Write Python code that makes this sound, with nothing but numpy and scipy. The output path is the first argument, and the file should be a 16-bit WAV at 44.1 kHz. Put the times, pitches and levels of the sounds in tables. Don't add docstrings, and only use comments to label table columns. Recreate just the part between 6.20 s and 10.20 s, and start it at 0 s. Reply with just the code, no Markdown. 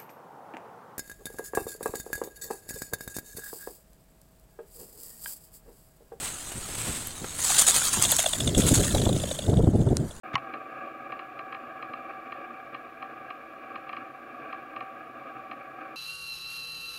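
import sys
import numpy as np
from scipy import signal
from scipy.fft import rfft, irfft
from scipy.io import wavfile
from scipy.ndimage import uniform_filter1d

SR = 44100
rng = np.random.default_rng(int(sys.argv[2]) if len(sys.argv) > 2 else 0)


def to_wav(sig):
    pcm = np.clip(np.atleast_2d(sig), -1, 1) * 32767
    pcm = np.round(pcm).astype(np.int16)
    wavfile.write(sys.argv[1], SR, pcm.T)


N = 176400
TIME = np.arange(N) / SR


def amp(db):
    return 10 ** (np.asarray(db) / 20)


def unit(x):
    return x / np.sqrt(np.mean(x ** 2) + 1e-20)


def add(mix, s, sound):
    part = mix[max(round(s * SR), 0):][:len(sound)]
    part += sound[:len(part)]


def curve(points, s=TIME):
    return np.interp(s, *np.transpose(points))


def colour(x, spectrum):
    hz, db = np.transpose(spectrum)
    f = np.fft.rfftfreq(len(x), 1 / SR)
    gain = amp(np.interp(np.log(f + 1), np.log(hz), db))
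    return unit(irfft(rfft(x) * gain, len(x)))


def wander(rate_hz):
    f = np.fft.rfftfreq(N, 1 / SR)
    return unit(irfft(rfft(rng.standard_normal(N)) / (1 + (f / rate_hz) ** 4), N))


def crackle(spectrum, per_s, spread_db, hiss, clump_db, stalks=24, decay_s=0.00038):
    sizes = amp(spread_db * np.minimum(rng.exponential(1, N), 3))
    hits = sizes * (rng.random(N) < per_s / SR)
    stalk = rng.integers(stalks, size=N)
    rings = rng.standard_normal((stalks, 256)) * np.exp(-np.arange(256) / SR / decay_s)
    cracks = sum(signal.oaconvolve(hits * (stalk == k), unit(ring))[:N] for k, ring in enumerate(rings))
    rustle = unit(cracks) + hiss * rng.standard_normal(N)
    return colour(rustle * amp(clump_db * wander(rate_hz=58)), spectrum)


# t/s, level/dB
GRASS_LEVEL = [(0, -36.5), (.06, -35), (.19, -45.5), (.3, -41.5), (.45, -44), (.6, -33.5), (.69, -32),
               (.8, -37), (.95, -48.5), (1.08, -46.5), (1.2, -36.5), (1.6, -81)]
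# f/Hz, level/dB
GRASS_EQ = [(300, -9), (3400, -7), (5500, -13), (7000, -9), (8150, 3), (9200, -8), (16000, -20.5)]


def grass():
    return crackle(GRASS_EQ, per_s=2300, spread_db=2.0, hiss=1.3, clump_db=1.85) * amp(curve(GRASS_LEVEL))


def eddies(spectrum):
    noise = colour(rng.standard_normal(N), spectrum)
    power = uniform_filter1d(uniform_filter1d(noise ** 2, size=700), size=500)
    return unit(noise / np.sqrt(power))


def swells(rows, edge):
    return np.sqrt(sum(amp(db) ** 2 * np.exp(-abs(2 * (TIME - s) / length) ** edge)
                       for s, length, db in rows))


# f/Hz, level/dB
AIR_EQ = [(30, 25.5), (700, 9), (1600, 6.5), (3500, -17), (5500, -9), (8000, -23), (16000, -63)]
# t/s, level/dB
RUMBLE_LEVEL = [(.2, -71), (.6, -41.5), (.93, -50), (1.72, -47), (1.87, -36.5), (2.11, -54), (2.22, -29),
                (2.92, -29.5), (3.05, -32.5), (3.19, -43.5), (3.3, -25.5), (3.85, -30), (3.92, -55)]
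# f/Hz, level/dB
RUMBLE_EQ = [(20, -25), (60, 1.5), (120, 5), (400, -8.5), (700, -19.5), (1100, -47), (8000, -115)]
# peak t/s, length/s, level/dB
WIND_BUFFETS = [(.37, 0.042, -38.5), (.69, 0.049, -34), (1.025, 0.03, -38.5), (1.785, 0.032, -32.5),
                (2.278, 0.023, -23.5), (2.387, 0.031, -16.5), (2.455, 0.056, -22), (2.522, 0.022, -17),
                (2.595, 0.059, -21), (2.758, 0.044, -25.5), (2.815, 0.052, -24), (2.87, 0.014, -19.5),
                (2.94, 0.064, -24.5), (3.293, 0.024, -17.5), (3.33, 0.021, -20), (3.39, 0.048, -17),
                (3.44, 0.012, -15), (3.482, 0.021, -16), (3.55, 0.029, -17.5), (3.605, 0.041, -19),
                (3.677, 0.026, -18.5), (3.72, 0.03, -19), (3.805, 0.02, -23.5)]
# f/Hz, level/dB
BUFFET_EQ = [(25, -6.5), (110, 6), (250, -0.5), (450, -8), (750, -19), (1100, -45), (8000, -116)]
# t/s, level/dB
AIR_PUFFS = [(2.749, -22), (2.764, -22), (2.869, -22), (2.896, -21), (3.335, -23.5), (3.407, -24.5),
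             (3.476, -28), (3.674, -26.5)]
PUFF_S, PUFF_EQ = 0.0088, [(100, 7), (750, -1), (1400, -17.5), (8000, -92)]


def wind(air_db=-46):
    air = amp(air_db) * colour(rng.standard_normal(N), AIR_EQ)
    rumble = eddies(RUMBLE_EQ) * amp(curve(RUMBLE_LEVEL))
    buffets = eddies(BUFFET_EQ) * swells(WIND_BUFFETS, edge=10.5)
    puffs = eddies(PUFF_EQ) * swells([(s, PUFF_S, db) for s, db in AIR_PUFFS], edge=2.2)
    return air + rumble + buffets + puffs


# t/s, level/dB
SNOW_CRUNCHES = [(.031, -27.5), (.319, -27.5), (.488, -27.5), (0.539, -32.5), (0.696, -33), (1.044, -24.5)]
# f/Hz, level/dB
GRIT_EQ = [(700, -2), (12000, -21)]


def crunches(knock_hz=378, knock_decay_s=0.0019, grit_decay_s=0.0057, grit_db=-6):
    out, t = np.zeros(N), np.arange(2048) / SR
    for s, db in SNOW_CRUNCHES:
        knock = np.sin(2 * np.pi * knock_hz * rng.uniform(.8, 1.2) * t) * np.exp(-t / knock_decay_s)
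        grit = colour(rng.standard_normal(len(t)), GRIT_EQ) * np.exp(-t / grit_decay_s)
        add(out, s, amp(db) * (knock + amp(grit_db) * grit))
    return out


# t/s, level/dB, f/Hz
STALK_SNAPS = [(.872, -25.5, 11000), (1.284, -25, 7040), (1.392, -21, 7700), (1.422, -18, 8000),
               (1.946, -29, 6950), (1.825, -11, 8250), (1.919, -13.5, 11900), (1.966, -14, 7900),
               (2.029, -20, 7500), (2.38, -19, 7000), (2.491, -15.5, 8600)]


def snaps(decay_s=0.00074, width_oct=0.28, body_db=-17):
    out, t, f = np.zeros(N), np.arange(1024) / SR, np.fft.rfftfreq(1024, 1 / SR)
    envelope = t / decay_s * np.exp(1 - t / decay_s)
    for s, db, hz in STALK_SNAPS:
        shape = np.exp(-(np.log2((f + 1) / hz) / width_oct) ** 2) + amp(body_db) * f / (f + 1500)
        crack = irfft(rfft(rng.standard_normal(len(t)) * envelope) * shape)
        add(out, s - decay_s, amp(db) * unit(crack) * np.sqrt(np.mean(envelope ** 2)))
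    return out


def patchy(x, depth_db):
    frames = signal.stft(x, nperseg=512)[2]
    patches = uniform_filter1d(rng.standard_normal(frames.shape), size=2, axis=0)
    patches = unit(uniform_filter1d(patches, size=7, axis=1))
    return unit(signal.istft(frames * amp(depth_db * patches), nperseg=512)[1][:N])


# t/s, level/dB
BRUSH_LEVEL = [(1.05, -42), (1.17, -38.5), (1.24, -24.5), (1.7, -27.5), (1.92, -28), (2.1, -31), (2.2, -35),
               (2.365, -37.5), (2.385, -28), (2.7, -31.5), (2.9, -37.5), (3.2, -39), (3.45, -53),
               (4, -49.5)]
# f/Hz, level/dB
BRUSH_EQ = [(100, -8), (400, -11.5), (800, -4.5), (1600, -2.5), (2400, -7.5), (3600, 0), (4700, -3),
            (5600, -6.5), (6600, 4), (8300, 4), (10200, 0.5), (12000, -10), (16000, -12)]
# start t/s, length/s, level/dB
WING_BLOWS = [(1.225, 0.047, -38), (1.295, 0.029, -24), (1.386, 0.037, -17), (1.47, 0.029, -17.5),
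              (1.547, 0.035, -20), (1.641, 0.031, -23.5), (1.734, 0.0053, -22), (1.822, 0.019, -21.5),
              (1.902, .022, -24.5), (1.988, 0.017, -23.5), (2.38, 0.032, -30), (2.467, 0.026, -23),
              (2.54, 0.027, -22.5), (2.646, 0.0067, -29.5)]


def brush(attack_s=0.0059, release_s=0.015):
    shaking = crackle(BRUSH_EQ, per_s=700, spread_db=2.5, hiss=1.0, clump_db=1.5)
    blows = crackle(BRUSH_EQ, per_s=1200, spread_db=3.8, hiss=0.45, clump_db=1.2)
    force = np.zeros(N)
    for s, length, db in WING_BLOWS:
        attack = np.clip((TIME - s) / attack_s + 1, 0, 1)
        release = np.exp(-np.maximum(TIME - s - length, 0) / release_s)
        force += amp(db) * attack * release
    return patchy(shaking, depth_db=4.5) * amp(curve(BRUSH_LEVEL)) + patchy(blows, depth_db=4.0) * force


CHIRP_HZ, CHIRP_S = 3462, 0.011
HUM_HZ, HUM_S = 575, 0.01426
LEAD_S = 0.0049
# f/Hz, level/dB
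SWISH_EQ = [(300, -15), (1500, -4), (5200, -15), (8400, -1.5), (14000, -40)]


def stroke(chirp_db, hum_db, hum_hz, stretch, swish_db, rough, chirp_hz=CHIRP_HZ):
    t = np.arange(1024) / SR

    def arch(length):
        return np.sin(np.pi * np.minimum(t / length, 1) ** 0.72) ** 2

    def glide(hz, jitter, fall, length):
        pitch = hz * (1 + jitter * rng.standard_normal()) * np.exp(-fall * (t / length - .4))
        return 2 * np.pi * (np.cumsum(pitch) / SR + rng.random())

    chirp_s = CHIRP_S * stretch
    flutter = glide(hum_hz, jitter=0.027, fall=0.56, length=HUM_S)
    whistle = glide(chirp_hz, jitter=0.02, fall=0.23 * rng.uniform(.6, 1.5), length=chirp_s)
    whistle += rough * unit(uniform_filter1d(rng.standard_normal(len(t)), size=40))
    overtone = amp(-8.5) * np.sin(2.4 * whistle)
    undertone = amp(-11.5) * np.sin(whistle - flutter)
    tone = np.sqrt(2) * (np.sin(whistle) + overtone + undertone)
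    swish = amp(swish_db) * colour(rng.standard_normal(len(t)), SWISH_EQ)
    chirp = (tone + swish) * (1 + 0.2 * np.sin(flutter))
    hum = np.sqrt(2) * np.sin(flutter)
    return amp(chirp_db) * arch(chirp_s) * chirp + amp(hum_db) * arch(HUM_S) * hum


# t/s, hum level/dB, flutter f/Hz
FIRST_FLAPS = [(1.305, -30.5, 786), (1.488, -31.5, 812), (1.62, -31.5, 1486), (1.741, -32.5, 1124),
               (2.044, -30, 712)]


def flaps():
    out = np.zeros(N)
    for s, db, hz in FIRST_FLAPS:
        add(out, s - LEAD_S, stroke(db - 12, db, hz, stretch=0.83, swish_db=15, rough=1.2))
    return out


# t/s, chirp level/dB
DOWN_BEATS = [(1.853, -23), (1.924, -24.5), (1.993, -23), (2.064, -20), (2.136, -22), (2.207, -24.5),
              (2.278, -22.5), (2.351, -25), (2.422, -27.5), (2.493, -33), (2.566, -42), (2.638, -28),
              (2.711, -32.5), (2.784, -30.5), (2.857, -30.5), (2.931, -33.5), (3.002, -36), (3.077, -40.5),
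              (3.152, -44), (3.224, -37.5), (3.299, -42.5), (3.373, -37.5), (3.445, -44), (3.616, -47.5),
              (3.691, -45), (3.912, -44.5)]
# t/s, level/dB
DOWN_HUM_LEVEL = [(1.88, -32), (2.064, -22.5), (2.14, -33.5), (3.199, -42)]
# t/s, level/dB
SECOND_LEVEL = [(2, -18), (2.4, -6), (2.95, -8.5), (3.1, 4), (3.5, -13)]


def downstrokes(takeoff_s=2, hum_rise=0.16, settle_s=0.2, gap_s=0.0172):
    out = np.zeros(N)
    for s, db in DOWN_BEATS:
        hz = HUM_HZ * (1 + hum_rise * np.exp(-max(s - takeoff_s, 0) / settle_s))
        first = stroke(db, curve(DOWN_HUM_LEVEL, s), hz, stretch=0.96, swish_db=-6, rough=0.076)
        second_db = db + curve(SECOND_LEVEL, s)
        second = stroke(second_db, second_db - 1.5, hz, stretch=0.85, swish_db=-18, rough=0.17)
        add(out, s - LEAD_S, first)
        add(out, s - LEAD_S + gap_s, second)
    return out


# t/s, chirp level/dB, hum level/dB
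UP_BEATS = [(2.598, -32, -38), (2.750, -29, -23), (2.82, -31, -29.5), (2.893, -31, -27.5),
            (2.966, -36.5, -32.5), (3.04, -33, -25.5), (3.115, -30.5, -27), (3.192, -30.5, -30),
            (3.267, -38.5, -37), (3.342, -43, -31)]
# t/s, f/Hz
UP_CHIRP_HZ = [(2.7, 4090), (3.0, 3635)]


def upstrokes():
    out = np.zeros(N)
    for s, chirp_db, hum_db in UP_BEATS:
        hz = curve(UP_CHIRP_HZ, s)
        beat = stroke(chirp_db, hum_db, HUM_HZ, stretch=1, swish_db=-7, rough=0.45, chirp_hz=hz)
        add(out, s - LEAD_S, beat)
    return out


# f/Hz, level/dB
CLICK_EQ = [(800, -15), (9000, -7), (15000, -36)]


def click(at_s=3.769, db=-15.5, decay_s=0.001):
    out, envelope = np.zeros(N), np.exp(-np.arange(512) / SR / decay_s)
    add(out, at_s, rng.standard_normal(len(envelope)) * envelope)
    return amp(db) * colour(out, CLICK_EQ) * np.sqrt(np.sum(envelope ** 2) / N)


def scene():
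    field = grass() + wind() + crunches() + snaps() + brush()
    wings = flaps() + downstrokes() + upstrokes()
    return (field + wings + click())[None]


def record(dry):
    lowpass = signal.firwin(511, 16000, window=("kaiser", 9), fs=SR)
    return signal.oaconvolve(dry, lowpass[None], "same")


dry = scene()
out = record(dry)
to_wav(out)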